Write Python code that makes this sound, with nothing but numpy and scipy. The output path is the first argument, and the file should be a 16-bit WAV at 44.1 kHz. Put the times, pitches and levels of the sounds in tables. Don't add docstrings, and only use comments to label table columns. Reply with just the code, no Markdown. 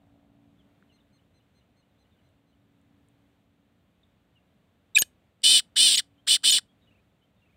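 import sys
import numpy as np
from scipy import signal
from scipy.fft import rfft, irfft
from scipy.io import wavfile
from scipy.ndimage import uniform_filter1d, minimum_filter1d

SR = 44100
rng = np.random.default_rng(int(sys.argv[2]) if len(sys.argv) > 2 else 0)


def store_wav(level_fs):
    pcm = np.round(np.clip(np.atleast_2d(level_fs), -1, 1) * 32767)
    wavfile.write(sys.argv[1], SR, pcm.T.astype(np.int16))


N = 333396
T = np.arange(N) / SR
HZ = np.maximum(np.arange(N // 2 + 1) * SR / N, 1)

# f/Hz, relative level/dB
AIR_SPECTRUM = [(15, -41.5), (28, -23), (50, -4), (95, 1), (140, -3.5), (200, -1), (285, -9.5),
                (394, -12.5), (659, -12.5), (911, -19), (1740, -22), (3620, -24.5), (5140, -38.5),
                (8140, -36.5), (9840, -41.5), (14800, -39), (16000, -45)]
# t/s, relative level/dB
HUM_SWELL = [(0, -64), (.35, -63), (1.05, -69), (1.45, -75), (2.2, -72.5), (2.6, -66), (3.7, -73),
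             (5.3, -83), (6.15, -65.5), (7.5, -83.5)]
# t/s, length/s,
# middle f/Hz, slide/octaves, level/dB
SONGBIRD_CHIRPS = [(.58, .045, 3280, -0.32, -73), (0.888, 0.051, 2860, -0.25, -71),
                   (.999, .022, 3650, -.18, -73.5), (2.104, 0.053, 3600, -.19, -78.5),
                   (2.18, .033, 2940, -.08, -78), (2.525, .021, 3010, .02, -78),
                   (4.03, .014, 3600, -.25, -66.5), (4.351, 0.043, 2820, -0.19, -69),
                   (6.174, 0.04, 3132, 0.043, -71.5), (6.678, .054, 3297, .04, -74.5),
                   (7.208, 0.053, 3080, .06, -74.5)]
# t/s, f/Hz, width/Hz, level/dB
CAGE_TAPS = [(0.8257, 1430, 600, -38), (2.29, 8000, 2000, -58), (2.815, 8000, 2500, -58),
             (3.086, 8600, 2200, -47.5)]
# t/s, top f/Hz of the lowest partial, level/dB
BIRD_PEEPS = [(.916, 2100, -73), (1.121, 2120, -73.5), (1.334, 2065, -75), (1.543, 2085, -74.5),
              (1.759, 2130, -76), (1.980, 2055, -77), (2.228, 2050, -82), (2.46, 2050, -84)]
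# t/s, length/s, start f/Hz, middle f/Hz, end f/Hz, level/dB, swell/dB, overtone/dB
HICCUP_SQUEAKS = [(4.948, 0.015, 3700, 3850, 3430, -22, 16, -1.5),
                  (4.9622, 0.015, 2508, 2508, 2435, -11.5, 8.5, -28.5),
                  (4.976, .012, 1765, 1680, 1700, -27.5, 0, -15),
                  (4.986, .035, 6480, 6690, 6280, -25, -1, -2),
                  (5.023, .011, 1720, 1700, 1660, -36, -16, -10)]
# t/s, crack level/dB, flick level/dB, thump level/dB
VOICE_POPS = [(4.961, -25, -35, -50), (4.9744, -20.5, -28, -42), (4.986, -18, -18, -29.5),
              (5.0213, -17, -9, -11)]
# f/Hz, width/Hz, level/dB
THROAT_PEAKS = [(1680, 150, -23.5), (2460, 200, -19.5), (2962, 340, 2.5), (3520, 790, -2), (4285, 750, -5),
                (5072, 640, -6.5), (5770, 330, -12), (7610, 1000, -12), (8702, 974, -4), (9800, 700, -17),
                (11550, 770, -26.5), (13070, 900, -34.5), (15250, 600, -24.5)]
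# f/Hz, width/Hz, level/dB
THROAT_DIPS = [(2790, 190, -14.5), (3310, 160, -3), (4350, 96, -5), (5070, 130, -8), (6650, 210, -7),
               (8750, 220, -8), (9600, 140, -21), (11180, 340, -9)]
# t/s, level/dB
BEAK_CLICKS = [(5.42, -55), (6.424, -54.5)]
# start t/s, end t/s, crest t/s, crest f/Hz,
# pitch sag off the crest (0-1), slide-in/s, level/dB, fade off the crest/dB, crest roughness (0-1)
GRATING_NOTES = [(5.43, 5.612, 5.525, 3063, .04, .006, -15.5, -1.5, .27),
                 (5.755, 6.014, 5.834, 3100, .19, .023, -15.5, -3, .2),
                 (6.266, 6.378, 6.325, 3070, .15, .024, -16, -5.5, .33),
                 (6.43, 6.601, 6.498, 3080, 0.14, .021, -16.5, -3.5, 0.29)]
# middle t/s, length/s, top f/Hz, level/dB
VOICE_BREAKS = [(5.9669, .018, 6830, -29.5), (6.5145, .012, 6980, -19.5)]
# t/s, whistle f/Hz, whistle level/dB, first run note f/Hz, run level/dB
SONG_PHRASES = [(6.810, 3850, -75, 2917, -68.5), (7.356, 3710, -81.5, 2780, -71.5)]


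def undb(db):
    return 10 ** (np.asarray(db) / 20)


def unit(x):
    return x / np.sqrt(np.mean(x ** 2))


def wander(rate, size=N):
    k = max(int(SR / rate), 1)
    return unit(uniform_filter1d(np.repeat(rng.standard_normal(size // k + 2), k), k))[:size]


def bell(middle, width):
    return np.exp(-((T - middle) / width) ** 2)


def resonance(hz, width):
    return 1 / (1 + ((HZ ** 2 - hz ** 2) / (HZ * width)) ** 2)


def ringing(gain):
    cepstrum = irfft(np.log(unit(gain) + 1e-9), N)
    cepstrum[1:N // 2] *= 2
    cepstrum[N // 2 + 1:] = 0
    return np.exp(rfft(cepstrum))


def colour(x, response):
    return irfft(rfft(x) * response, N)


def add(out, start, x):
    i = min(int(start * SR), len(out))
    out[i:i + len(x)] += x[:len(out) - i]


def air_and_engine(air_db=-67, rumble_db=-68.5, fade_db_per_s=2.5):
    hz, db = np.transpose(AIR_SPECTRUM)
    shape = undb(np.interp(np.log(HZ), np.log(hz), db))
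    air = unit(colour(rng.standard_normal(N), shape)) * undb(air_db + .7 * wander(4.7))
    swell_db = np.interp(T, *np.transpose(HUM_SWELL))
    far_db = rumble_db - fade_db_per_s * T + .52 * (swell_db - swell_db.max())
    rumble = unit(colour(rng.standard_normal(N), shape * resonance(200, 900)))
    return air + rumble * undb(far_db + 1.2 * wander(9)) + engine_hum(swell_db)


def engine_hum(swell_db, hum_hz=283.2, whirr_hz=684, whirr_db=-72):
    firing = 2 * np.pi * np.cumsum(hum_hz / 5 * (1 + .0021 * wander(7.1))) / SR
    hum = np.sin(5 * firing) + .51 * np.sin(4 * firing) + .3 * np.sin(3 * firing) + .4 * np.sin(2 * firing)
    strokes = unit(np.diff(firing // (2 * np.pi), prepend=0))
    gas = undb(-7) * rng.standard_normal(N) * (1 + .44 * np.cos(firing))
    whirr = unit(colour(strokes + gas, ringing(resonance(whirr_hz, 220)))) * bell(0, .47)
    return np.sqrt(2) * hum * undb(swell_db - 4 + 1.5 * wander(9.7)) + whirr * undb(whirr_db)


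def whistle(length, pitches, partials_db, swell_db, waver, edge, breath_db=-40):
    progress = np.linspace(0, 1, int(length * SR))
    size = len(progress)
    arch_hz = np.polyval(np.polyfit([0, .5, 1], pitches, 2), progress)
    phase = 2 * np.pi * np.cumsum(arch_hz * (1 + waver * wander(820, size))) / SR
    tone = sum(undb(db) * np.sin(k * phase)
               for k, db in enumerate(partials_db, 1) if k * max(pitches) < SR / 2)
    breath = undb(breath_db) * rng.standard_normal(size)
    loudness = undb(swell_db * (progress - .5)) * signal.windows.tukey(size, np.clip(edge, 0, 1))
    return np.sqrt(2) * (tone + breath) * loudness


def chirp(length, pitches):
    return whistle(length, pitches, [0], -2, waver=.018, edge=.56)


def songbird_chirps():
    out = np.zeros(N)
    for start, length, hz, octaves, db in SONGBIRD_CHIRPS:
        add(out, start, undb(db) * chirp(length, hz * 2 ** (octaves * np.array([-.5, 0, .5]))))
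    return out


def cage_taps():
    return sum(colour(undb(db) * signal.unit_impulse(N, int(start * SR)), ringing(resonance(hz, width)))
               for start, hz, width, db in CAGE_TAPS)


def peeps(length_s=.06, chip_lag_s=.064, chip_hz=(2760, 2940, 2970)):
    out = np.zeros(N)
    for start, hz, db in BIRD_PEEPS:
        pitches = hz * np.array([.945, 1, .95])
        peep = whistle(length_s, pitches, [-12, -2, -10.5, -14, -25], 4, waver=.0027, edge=.45)
        add(out, start, undb(db) * peep)
        fall_hz = 2 * pitches[-1] * np.array([1, .94, .82])
        flick = whistle(.014, fall_hz, [0], -4, waver=.01, edge=.38)
        add(out, start + .88 * length_s, undb(db - 7) * flick)
        add(out, start + chip_lag_s, undb(db - 1.5) * chirp(.022, chip_hz))
    return out


def squeak(length, pitches, swell_db=0, overtone_db=-28, fades_s=.0064):
    partials_db = [0, overtone_db, -27, -27]
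    return whistle(length, pitches, partials_db, swell_db, .0045, edge=fades_s / length, breath_db=-28.5)


def hiccup():
    out = np.zeros(N)
    for start, length, *pitches, db, swell_db, overtone_db in HICCUP_SQUEAKS:
        add(out, start, undb(db) * squeak(length, pitches, swell_db, overtone_db))
    return out


def throat_filter(leak_db=-42, beak_hz=350):
    peak_power = sum((undb(db) * resonance(hz, width)) ** 2 for hz, width, db in THROAT_PEAKS)
    dips = undb(sum(db * resonance(hz, width) for hz, width, db in THROAT_DIPS))
    return ringing(np.sqrt(undb(leak_db) ** 2 + peak_power) * dips * HZ / np.hypot(HZ, beak_hz))


def puff(middle, db, width_s):
    return undb(db) * bell(middle, np.sqrt(2) * width_s) * rng.standard_normal(N)


def voice_pops(throat, rattle_s=.004, flick_s=.0014, flick_hz=(8900, 8650, 7400)):
    cracks, flicks, thumps = np.zeros((3, N))
    for start, db, flick_db, thump_db in VOICE_POPS:
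        cracks += puff(start, db, width_s=.0011)
        rattle_fade = (T > start) * np.exp(-np.abs(T - start) / rattle_s)
        cracks += undb(db - 2.5) * rattle_fade * rng.standard_normal(N)
        add(flicks, start - flick_s / 2, undb(flick_db) * squeak(flick_s, flick_hz))
        add(thumps, start, undb([thump_db]))
    return colour(cracks, throat) + flicks + colour(thumps, ringing(resonance(190, 650)))


def beak_clicks(throat):
    return colour(sum(puff(time, db, width_s=.00082) for time, db in BEAK_CLICKS), throat)


def effort(slack_hz=1380, slack_db=-7, slack_rough=.88, crest_flutter_hz=282.5):
    whistle_hz, flutter_hz, db, rough, gate = np.outer([slack_hz, crest_flutter_hz, 0, 1, 0], np.ones(N))
    attack_s, release_s, slide_out_s, crest_s = .011, .016, .022, .075
    for start, end, crest, top_hz, sag, slide_s, top_db, fade_db, top_rough in GRATING_NOTES:
        on = (T > start) & (T < end)
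        ending = bell(end, slide_out_s)[on]
        off_crest = 1 - bell(crest, crest_s)[on]
        push = (1 - bell(start, slide_s)[on]) * (1 - ending)
        whistle_hz[on] = slack_hz + push * (top_hz * (1 - sag * off_crest) - slack_hz)
        flutter_hz[on] = crest_flutter_hz * (1 - .4 * sag * off_crest) * (1 - .15 * ending)
        db[on] = top_db + fade_db * off_crest + slack_db * (1 - push)
        rough[on] = slack_rough + (top_rough - slack_rough) * push * (1 - off_crest ** 2)
        gate[on] = np.minimum(1, np.minimum((T[on] - start) / attack_s, (end - T[on]) / release_s)) ** 2
    for middle, length, _, _ in VOICE_BREAKS:
        gate *= undb(-26 * bell(middle, .49 * length) ** 2)
        rough += (slack_rough - rough) * bell(middle, length)
    return whistle_hz, flutter_hz, db, np.clip(rough, 0, 1), gate


def smear(depth=2.0, span_hz=520):
    knots_hz = np.arange(0, SR, span_hz)
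    phase = np.interp(HZ, knots_hz, depth * rng.standard_normal(400)[:len(knots_hz)])
    return np.exp(1j * uniform_filter1d(phase, size=2000))


def grating(throat, weak_db=-4.5, half_open_hz=7950, wide_open_hz=8950):
    whistle_hz, flutter_hz, db, rough, gate = effort()
    drift = np.exp(.06 * rough * wander(150) + .025 * wander(30))
    steady_cycle = np.cumsum(2 * flutter_hz * drift) / SR
    cycle = np.maximum.accumulate(np.abs(steady_cycle + .16 * rough * wander(500)))
    count = cycle.astype(int)
    strength = undb(weak_db * (count % 2) + 2 * rough * rng.standard_normal(N)[count])
    pulses = unit(np.diff(count, prepend=0) * strength)
    opening = unit(strength * np.exp(-(cycle % 1) / .9))
    quiver = 1 + .012 * wander(45) + .09 * rough ** 2 * wander(1200)
    phase = 2 * np.pi * np.cumsum(whistle_hz * quiver) / SR
    burst_spectrum = rfft(pulses * np.cos(phase)) + 1j * rfft(pulses * np.sin(phase))
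    bursts = irfft(burst_spectrum * throat * smear(), N)
    air_rush = colour(opening * rng.standard_normal(N), throat)
    air_share = .87 * rough
    grate = np.sqrt(1 - air_share) * bursts + np.sqrt(air_share) * air_rush
    lift = colour(grate, resonance(wide_open_hz, 600) - resonance(half_open_hz, 600))
    grate += 1.1 * (.5 - rough) * lift
    third = colour(opening * np.sin(3 * phase + 2.1 * wander(700)), throat) * (1 - rough) * undb(-19)
    hoarse = unit(strength * np.sin(phase + .75 * wander(900))) * rough * undb(-34)
    flutter = np.sin(np.pi * steady_cycle + .5 * wander(300)) + .55 * np.sin(2 * np.pi * steady_cycle)
    thrum = unit(flutter) * undb(-33) * (1 - rough / 2)
    growl = unit(colour(opening * rng.standard_normal(N), resonance(300, 800))) * undb(-37)
    return gate * (undb(db) * (grate + third + thrum + growl) + hoarse)


def voice_breaks():
    out = np.zeros(N)
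    for middle, length, hz, db in VOICE_BREAKS:
        pitches = hz * np.array([.923, 1, .923])
        add(out, middle - length / 2, undb(db) * squeak(length, pitches, overtone_db=-11.5))
    return out


def song_phrases(lead_s=.06, plunge_s=.014, note_s=.03054, spacing_s=.035):
    out = np.zeros(N)
    for start, lead_hz, lead_db, run_hz, run_db in SONG_PHRASES:
        held_hz = lead_hz * np.array([.99, .98, .965])
        add(out, start, undb(lead_db) * chirp(lead_s - plunge_s / 2, held_hz))
        plunge = chirp(plunge_s, [held_hz[-1], (2 * lead_hz + run_hz) / 3, run_hz])
        add(out, start + lead_s - plunge_s, undb(lead_db - 2) * plunge)
        for k in range(4):
            bend = np.array([.8, .98, 1]) if k else np.ones(3)
            note = whistle(note_s, run_hz * .95 ** k * bend, [0], 0, waver=.012, edge=.35)
            add(out, start + lead_s + k * spacing_s, undb(run_db - 2 * k) * note)
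    return out


def yard(x, echo_db, echo_s, build_s=.0087):
    t = T[:SR // 2]
    tail = rng.standard_normal(len(t)) * undb(-60 * t / echo_s) * (1 - np.exp(-(t / build_s) ** 2))
    return x + undb(echo_db) * signal.fftconvolve(x, tail / np.sqrt(np.sum(tail ** 2)))[:N]


def scene():
    throat = throat_filter()
    francolin = grating(throat) + beak_clicks(throat) + voice_pops(throat) + hiccup() + voice_breaks()
    near = yard(francolin + cage_taps(), echo_db=-33.5, echo_s=.16)
    far = yard(peeps() + songbird_chirps() + song_phrases(), echo_db=-14, echo_s=.28)
    return (near + far + air_and_engine())[None]


def record(dry, ceiling=.61, low_hz=38, top_hz=15750):
    gain = minimum_filter1d(np.minimum(1, ceiling / (np.abs(dry) + 1e-9)), size=220)
    x = dry * uniform_filter1d(gain, size=220)
    x = signal.sosfilt(signal.butter(2, low_hz, "high", fs=SR, output="sos"), x)
    return signal.sosfilt(signal.ellip(10, .2, 70, top_hz, fs=SR, output="sos"), x)


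dry = scene()
out = record(dry)
store_wav(out)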